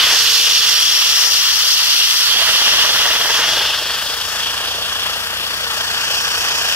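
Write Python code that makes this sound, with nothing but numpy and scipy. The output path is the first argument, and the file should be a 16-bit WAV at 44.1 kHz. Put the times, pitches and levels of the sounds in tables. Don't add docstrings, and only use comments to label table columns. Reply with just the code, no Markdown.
import sys
import numpy as np
from scipy import signal
from scipy.fft import rfft, irfft, next_fast_len
from scipy.io import wavfile
from scipy.ndimage import map_coordinates

SR = 44100
rng = np.random.default_rng(int(sys.argv[2]) if len(sys.argv) > 2 else 0)


def master_out(mix):
    frames = np.transpose(np.atleast_2d(mix))
    ceiling = np.clip(frames, -1, 1)
    pcm = np.round(ceiling * 32767).astype(np.int16)
    wavfile.write(sys.argv[1], SR, pcm)


N = 297675

# time_s, left_minus_right_db
SLIT_BEAM = [(0.0, 0), (0.34, -6), (0.43, 3), (0.77, -6), (0.86, 9), (1.02, -1), (1.26, 7.0), (2.24, 6),
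             (2.33, -5.5), (2.69, 5.5), (4.32, 5.5), (4.53, -5), (5.24, 0.5), (6.75, -6.5)]


def from_db(db):
    return 10 ** (np.asarray(db) / 20)


def rms_one(x):
    return x / np.sqrt(np.mean(x ** 2) + 1e-20)


def in_time(rows):
    time_s, *columns = np.transpose(rows)
    return [np.interp(np.arange(N) / SR, time_s, column) for column in columns]


def drift(rate_hz):
    step = 40
    pole = np.exp(-2 * np.pi * rate_hz * step / SR)
    slow = signal.lfilter([1], [1, -2 * pole, pole ** 2], rng.standard_normal(N // step + 2002))[2000:]
    return np.interp(np.arange(N) / step, np.arange(len(slow)), rms_one(slow))


def bell(offset, width):
    return np.exp(-.5 * (offset / width) ** 2)


def each_turn(turns, angle, width):
    return bell((turns - angle + .5) % 1 - .5, width)


def later(x, samples):
    return map_coordinates(x, [np.arange(N) - samples], order=3, mode="nearest")


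def open_path(x, lag):
    return later(x, 1.07 * lag - 0.92)


def throttle():
    shuts_s, opens_s, move_s = 0.085, 2.23, 0.23
    t = np.arange(N) / SR
    return 1 + .5 * (np.tanh((t - opens_s) / move_s) - np.tanh((t - shuts_s) / move_s))


def air_swings():
    # time_s, gulp_db, housing_db, slit_db
    levels = [(0.0, -37.5, -15, -26.5), (0.13, -32, -17.5, -18), (0.19, -41.5, -19.5, -17.5),
              (1.26, -40.5, -20, -20), (1.47, -42.5, -21, -21), (2.24, -43, -20, -22),
              (2.37, -33.5, -19, -23.5), (2.67, -33.5, -17, -23.5), (3.53, -28, -20.5, -25),
              (3.85, -36.5, -26.5, -33), (4.38, -36.5, -30.5, -29.5), (4.44, -35, -26.5, -31.5),
              (4.85, -34, -26.5, -33.5), (5.55, -36, -30, -33), (5.92, -36, -26.5, -31.5),
              (6.41, -35, -27, -25.5), (6.66, -33, -24.5, -25.5), (6.75, -34, -23, -24)]
    return np.array([db - db.mean() for db in in_time(levels)])


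def air_bands():
    edges = [25, 300, 900, 2250, 3900, 5000, 6900, 17500]
    # frequency_hz, relative_density_db
    low_air = [(18, -40), (30, -14), (76, -5.5), (128, -11), (280, -16.5), (361, -14.5), (465, -8),
               (519, -9), (645, -3.5), (760, -6), (1170, 1.5), (1430, 2.5), (1570, 1.5), (2300, -1),
               (2990, -5), (5060, -120)]
    ringing_air = [(1290, -39), (2200, -15.5), (2600, -6), (2830, -1), (3240, -2), (3930, -10.5),
                   (4430, -7.5), (4990, -8), (5560, -5), (7200, -18.5), (9360, -36), (15800, -120)]
    fine_air = [(6500, 1), (7320, -4.5), (8810, -5.5), (9920, -1), (10800, -5), (12100, -6.5),
                (14000, -7.5), (15100, -7), (16200, -10.5)]
    size = next_fast_len(N)
    hz = np.maximum(np.arange(size // 2 + 1) * SR / size, 1)
    white = rfft(rng.standard_normal((3, size), dtype=np.float32))
    for low, high, shape in zip(edges, edges[1:], [low_air] * 3 + [ringing_air] * 3 + [fine_air]):
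        shape_hz, shape_db = np.transpose(shape)
        colour = from_db(np.interp(np.log(hz), np.log(shape_hz), shape_db))
        passband = 1 / np.sqrt((1 + (low / hz) ** 30) * (1 + (hz / high) ** 30))
        yield rms_one(irfft(white * np.float32(passband * colour), size)[:, :N])


def valve_chop(turns, opening, lag):
    leak_shut = (2.4 - 4 * opening + 0.16 * lag) * each_turn(turns, angle=0.21, width=0.066)
    intake_shut = (1.4 - 0.2 * opening - 0.34 * lag) * each_turn(turns, angle=0.69, width=0.087)
    gulp = (0.98 + 5.5 * opening - 0.06 * lag) * (each_turn(turns, angle=0.094, width=0.13) - .3)
    uneven = from_db(0.22 * drift(7.5))
    swell, choke = uneven * gulp, uneven * (leak_shut + intake_shut)
    return [0.25 * swell, swell, 0.35 * swell, -.8 * choke, -1.1 * choke, -1.1 * choke, -.9 * choke]


def air_noise(turns, opening, lag):
    # base_db, gulp_swing_share, housing_swing_share, slit_swing_share
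    band_levels = [(-48, 0.47, .1, .05), (-36.5, 0.94, .05, 0.041), (-27.5, 0.4, 0.23, 0.042),
                   (-21.5, -0.018, 0.85, 0.055), (-26, -0.31, 0.45, 0.18), (-26, -0.003, 0.054, 0.98),
                   (-28, -0.17, 0.27, 0.36)]
    # left_minus_right_db, db_per_lag_sample, slit_beam_share,
    # coherence, coherence_per_lag_sample
    band_sides = [(-0.5, 0, 0, 1, -0.0012), (1, -0.35, 0, 0.99, -0.012), (1.5, -.5, 0, 0.93, 0.0078),
                  (1.1, -0.7, 0.046, .87, -0.016), (-2, -1.3, 0.5, 0.51, -0.02), (1.5, 0.5, 1, 0.19, 0.04),
                  (-1.7, -0.28, 0, 0.14, 0.024)]
    chop_db = valve_chop(turns, opening, lag)
    swings_db, (beam_db,), gust = air_swings(), in_time(SLIT_BEAM), drift(12.3)
    incoherent, direct, via_housing = np.zeros((3, 2, N))
    for k, band in enumerate(air_bands()):
        base_db, *swing_shares = band_levels[k]
        side_db, side_slope, beam_share, coherence, coherence_slope = band_sides[k]
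        flicker_db = (0.46 * gust + 1.24 * drift(7.5)) * (.5 if k == 6 else 1)
        level_db = base_db + swing_shares @ swings_db + chop_db[k] + flicker_db
        pan_db = side_db + side_slope * lag + beam_share * beam_db
        gain = from_db(level_db + pan_db * [[.5], [-.5]])
        alike = np.clip(coherence + coherence_slope * lag, 0, 1)
        path = via_housing if k in (3, 4) else direct
        path += gain * np.sqrt(alike) * band[0]
        incoherent += gain * np.sqrt(1 - alike) * band[1:]
    left = open_path(direct[0], lag) + later(via_housing[0], lag)
    return incoherent + [left, direct[1] + via_housing[1]]


def whistles(lag):
    # pitch_hz, bandwidth_hz
    resonances = [(3290, 320), (4470, 240), (5560, 250)]
    # time_s, housing_db, duct_db, slit_db
    levels = [(0, -26, -28, -40), (.15, -25, -23, -36), (.42, -30, -39, -35), (.55, -25, -31, -22.5),
              (.9, -22, -34, -21.5), (1.3, -32, -33, -22.5), (1.5, -25, -24, -30), (2.2, -29, -33, -20.5),
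              (2.33, -20, -24, -36), (2.6, -28, -24, -24), (3.5, -28, -35, -35), (3.9, -31, -47, -43),
              (5.65, -44, -39, -47), (6.2, -36, -35, -30), (6.75, -38, -38, -34)]
    # left_minus_right_db, slit_beam_share, added_lag_samples
    sides = [(-1.5, .05, -0.29), (-0.5, .2, -0.25), (1, .4, -1.6)]
    out, (beam_db,) = 0, in_time(SLIT_BEAM)
    for (hz, width), db, (side_db, beam_share, added_lag) in zip(resonances, in_time(levels), sides):
        radius = np.exp(-np.pi * width / SR)
        b, a = [1, 0, -0.38], [1, -2 * radius * np.cos(2 * np.pi * hz / SR), radius ** 2]
        ring = signal.lfilter(b, a, rng.standard_normal(N))
        ring = rms_one(signal.lfilter(b, a, ring))
        ring *= from_db(db + 1.8 * drift(4.8))
        pan_db = side_db + beam_share * beam_db
        out = out + from_db(pan_db * [[.5], [-.5]]) * [later(ring, lag + added_lag), ring]
    return out


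def cleaner_whine():
    # time_s, pitch_hz, rms_level_db
    motor = [(0, 464, -41.5), (.6, 471, -44.5), (1.3, 476, -50), (2.3, 478.5, -52), (3, 474, -46),
             (3.6, 469, -45), (4.5, 466, -48.5), (5.5, 463, -45.5), (6.75, 463, -44.5)]
    pitch_hz, level_db = in_time(motor)
    amplitude = np.sqrt(2) * from_db(level_db + 0.5 * drift(12))
    return amplitude * np.sin(2 * np.pi * np.cumsum(pitch_hz + 0.35 * drift(2.1)) / SR)


def clacks(turns, opening):
    # pitch_hz, level_db, t60_s
    modes = [(596, -40, 0.014), (1160, -3.5, 0.033), (1613, -4.5, 0.022), (2930, -6, 0.017),
             (3275, 0, 0.086), (4600, -28, .015), (5560, -20, .015)]
    strike_db = -27.5 + 6.5 * opening + 0.67 * air_swings()[1]
    strike_turns = np.add.outer(np.arange(int(turns[-1])), [.13, .9]).ravel()
    strikes = np.searchsorted(turns, strike_turns + 0.0261 * rng.standard_normal(len(strike_turns)))
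    scatter_db = 3.05 * rng.standard_normal((len(strikes), len(modes)))
    out = np.zeros(N)
    for (hz, mode_db, t60_s), chance_db in zip(modes, scatter_db.T):
        impulses = np.full(N, 1e-18)
        impulses[strikes] = from_db(strike_db[strikes] + mode_db + chance_db)
        radius, omega = from_db(-60 / (t60_s * SR)), 2 * np.pi * hz / SR
        out += signal.lfilter([0, np.sin(omega)], [1, -2 * radius * np.cos(omega), radius ** 2], impulses)
    return out


def thump(turns, speed_hz, opening):
    # crank_speed_multiple, level_db
    harmonics = [(2, 0.5), (3, 1), (4, -26), (5, -36), (6, -1.5), (7, -8.5), (8, -11.5), (9, -17)]
    level_db = -54.5 + 9 * opening + 11 * np.log2(speed_hz / 30)
    phase = 2 * np.pi * (turns - 0.429)
    return -from_db(level_db) * sum(from_db(db) * np.cos(k * phase) for k, db in harmonics)


def deck_echo(x):
    # time_s, left_samples, right_samples
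    delays = [(0, 25, 27), (0.698, 21, 17), (1.6, 25.6, 23.5), (3.3, 25, 27.3), (4.2, 22, 23),
              (5.6, 36, 26), (6.75, 19, 24)]
    treble = signal.sosfilt(signal.butter(4, 6800, "high", fs=SR, output="sos"), x)
    return from_db(-16) * np.array([later(side, lag) for side, lag in zip(treble, in_time(delays))])


def coloured_by_place(x):
    # centre_hz, width_hz, left_db, right_db
    by_flywheel = [(1440, 84, 0, -1), (1970, 240, 6, 8.5), (2420, 206, 9.5, -5.5), (3280, 130, -1.5, -1),
                   (4290, 130, -6, 6), (5080, 160, 4, -12), (5640, 110, 7, 3), (4600, 160, 5.5, 5.5),
                   (5830, 83, -1, -12), (7260, 290, -17, 7), (11100, 240, 1, -18), (11800, 350, 13, 10),
                   (13400, 190, 9, -8), (13500, 380, 9, 1)]
    by_cylinder = [(890, 240, -2.5, -2.4), (1763, 86, 1.3, 3), (2160, 146, -3.5, -4.5),
                   (3510, 95, 2.5, 4.3), (3880, 140, -2.5, 1.5), (5370, 83, 3, -3), (7500, 230, -1, -0.5),
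                   (8020, 610, 5, 1), (9800, 690, 0, -3), (12000, 980, 3, 2), (13150, 200, 3, 5),
                   (14100, 700, 0, -2.4)]
    by_throttle = [(1680, 210, 5, 7), (2300, 120, -0.5, -1.5), (2540, 73, 4.5, 7.5), (3800, 84, -0.5, -2),
                   (4730, 150, 1.5, 1), (5030, 250, 0, 4), (5550, 190, 0.5, -2), (6540, 410, 5.5, -0.5),
                   (7930, 340, 9, 0), (9500, 300, -2, -5), (12000, 700, -1, -0.5), (13100, 350, 6, 7),
                   (14200, 450, -1, -.5)]
    # centre_hz, width_hz, lag_rad
    diffraction = [
        [(2260, 120, 1), (3060, 260, -1.2), (3900, 200, 0.35), (4400, 200, 0.98), (5800, 520, -2.1)],
        [(2060, 130, -0.61), (4660, 320, 0.81)],
        [(2170, 220, -0.31), (2800, 300, 0.69), (4600, 560, 0.47), (5440, 200, -1.5)],
    ]
    # time_s, place (0 flywheel, 1 cylinder, 2 throttle)
    route = [(0, 0.7), (3.45, 0.77), (3.9, 1.17), (5.6, 0.83), (5.9, 1.92), (6.75, 2.11)]
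    size, (place,), out = next_fast_len(N), in_time(route), 0
    hz, spectrum = np.arange(size // 2 + 1) * SR / size, rfft(x, size)
    grid_hz = np.linspace(0, SR / 2, 2049)
    causal_fold = np.r_[1, np.full(2047, 2), 1, np.zeros(2047)]
    for k, peaks in enumerate([by_flywheel, by_cylinder, by_throttle]):
        db = sum(np.outer(sides_db, bell(grid_hz - centre, width)) for centre, width, *sides_db in peaks)
        cepstrum = irfft(np.log(from_db(db))) * causal_fold
        left_lag_rad = sum(rad * bell(grid_hz - centre, width) for centre, width, rad in diffraction[k])
        response = np.exp(rfft(cepstrum) - 1j * np.outer([1, 0], left_lag_rad))
        gain = [np.interp(hz, grid_hz, side) for side in response]
        nearness = np.clip(1 - abs(place - k), 0, 1)
        out = out + nearness * irfft(spectrum * gain, size)[:, :N]
    return out


def scene():
    # time_s, speed_hz
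    crank = [(0.0, 30.11), (0.5, 23.99), (1.0, 19.95), (1.5, 17.36), (2.0, 14.9), (2.3, 14.19),
             (2.6, 16.24), (3.0, 19.17), (3.4, 22.1), (3.8, 24.57), (4.2, 26.88), (4.7, 28.47),
             (5.3, 29.48), (6.0, 29.94), (6.75, 29.08)]
    # time_s, lag_samples
    left_lag = [(0, 1.5), (.75, 3), (1.25, 3.5), (2.75, 4.5), (3.3, 3.5), (3.75, -.5), (4.25, -3),
                (5.25, -5), (6.75, -5.5)]
    (speed_hz,), (lag,), opening = in_time(crank), in_time(left_lag), throttle()
    turns = np.cumsum(speed_hz) / SR
    knocks = clacks(turns, opening)
    engine = air_noise(turns, opening, lag) + [open_path(knocks, lag), knocks]
    tones = thump(turns, speed_hz, opening) + cleaner_whine() + whistles(lag)
    return coloured_by_place(engine) + deck_echo(engine) + tones


def record(dry):
    bass_cut = signal.butter(3, 42, "high", fs=SR, output="sos")
    top_cut = signal.ellip(16, .3, 90, 15720, fs=SR, output="sos")
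    clipped = np.clip(signal.sosfilt(bass_cut, dry), -1, 1)
    return signal.sosfilt(top_cut, .97 * clipped)


dry = scene()
out = record(dry)
master_out(out)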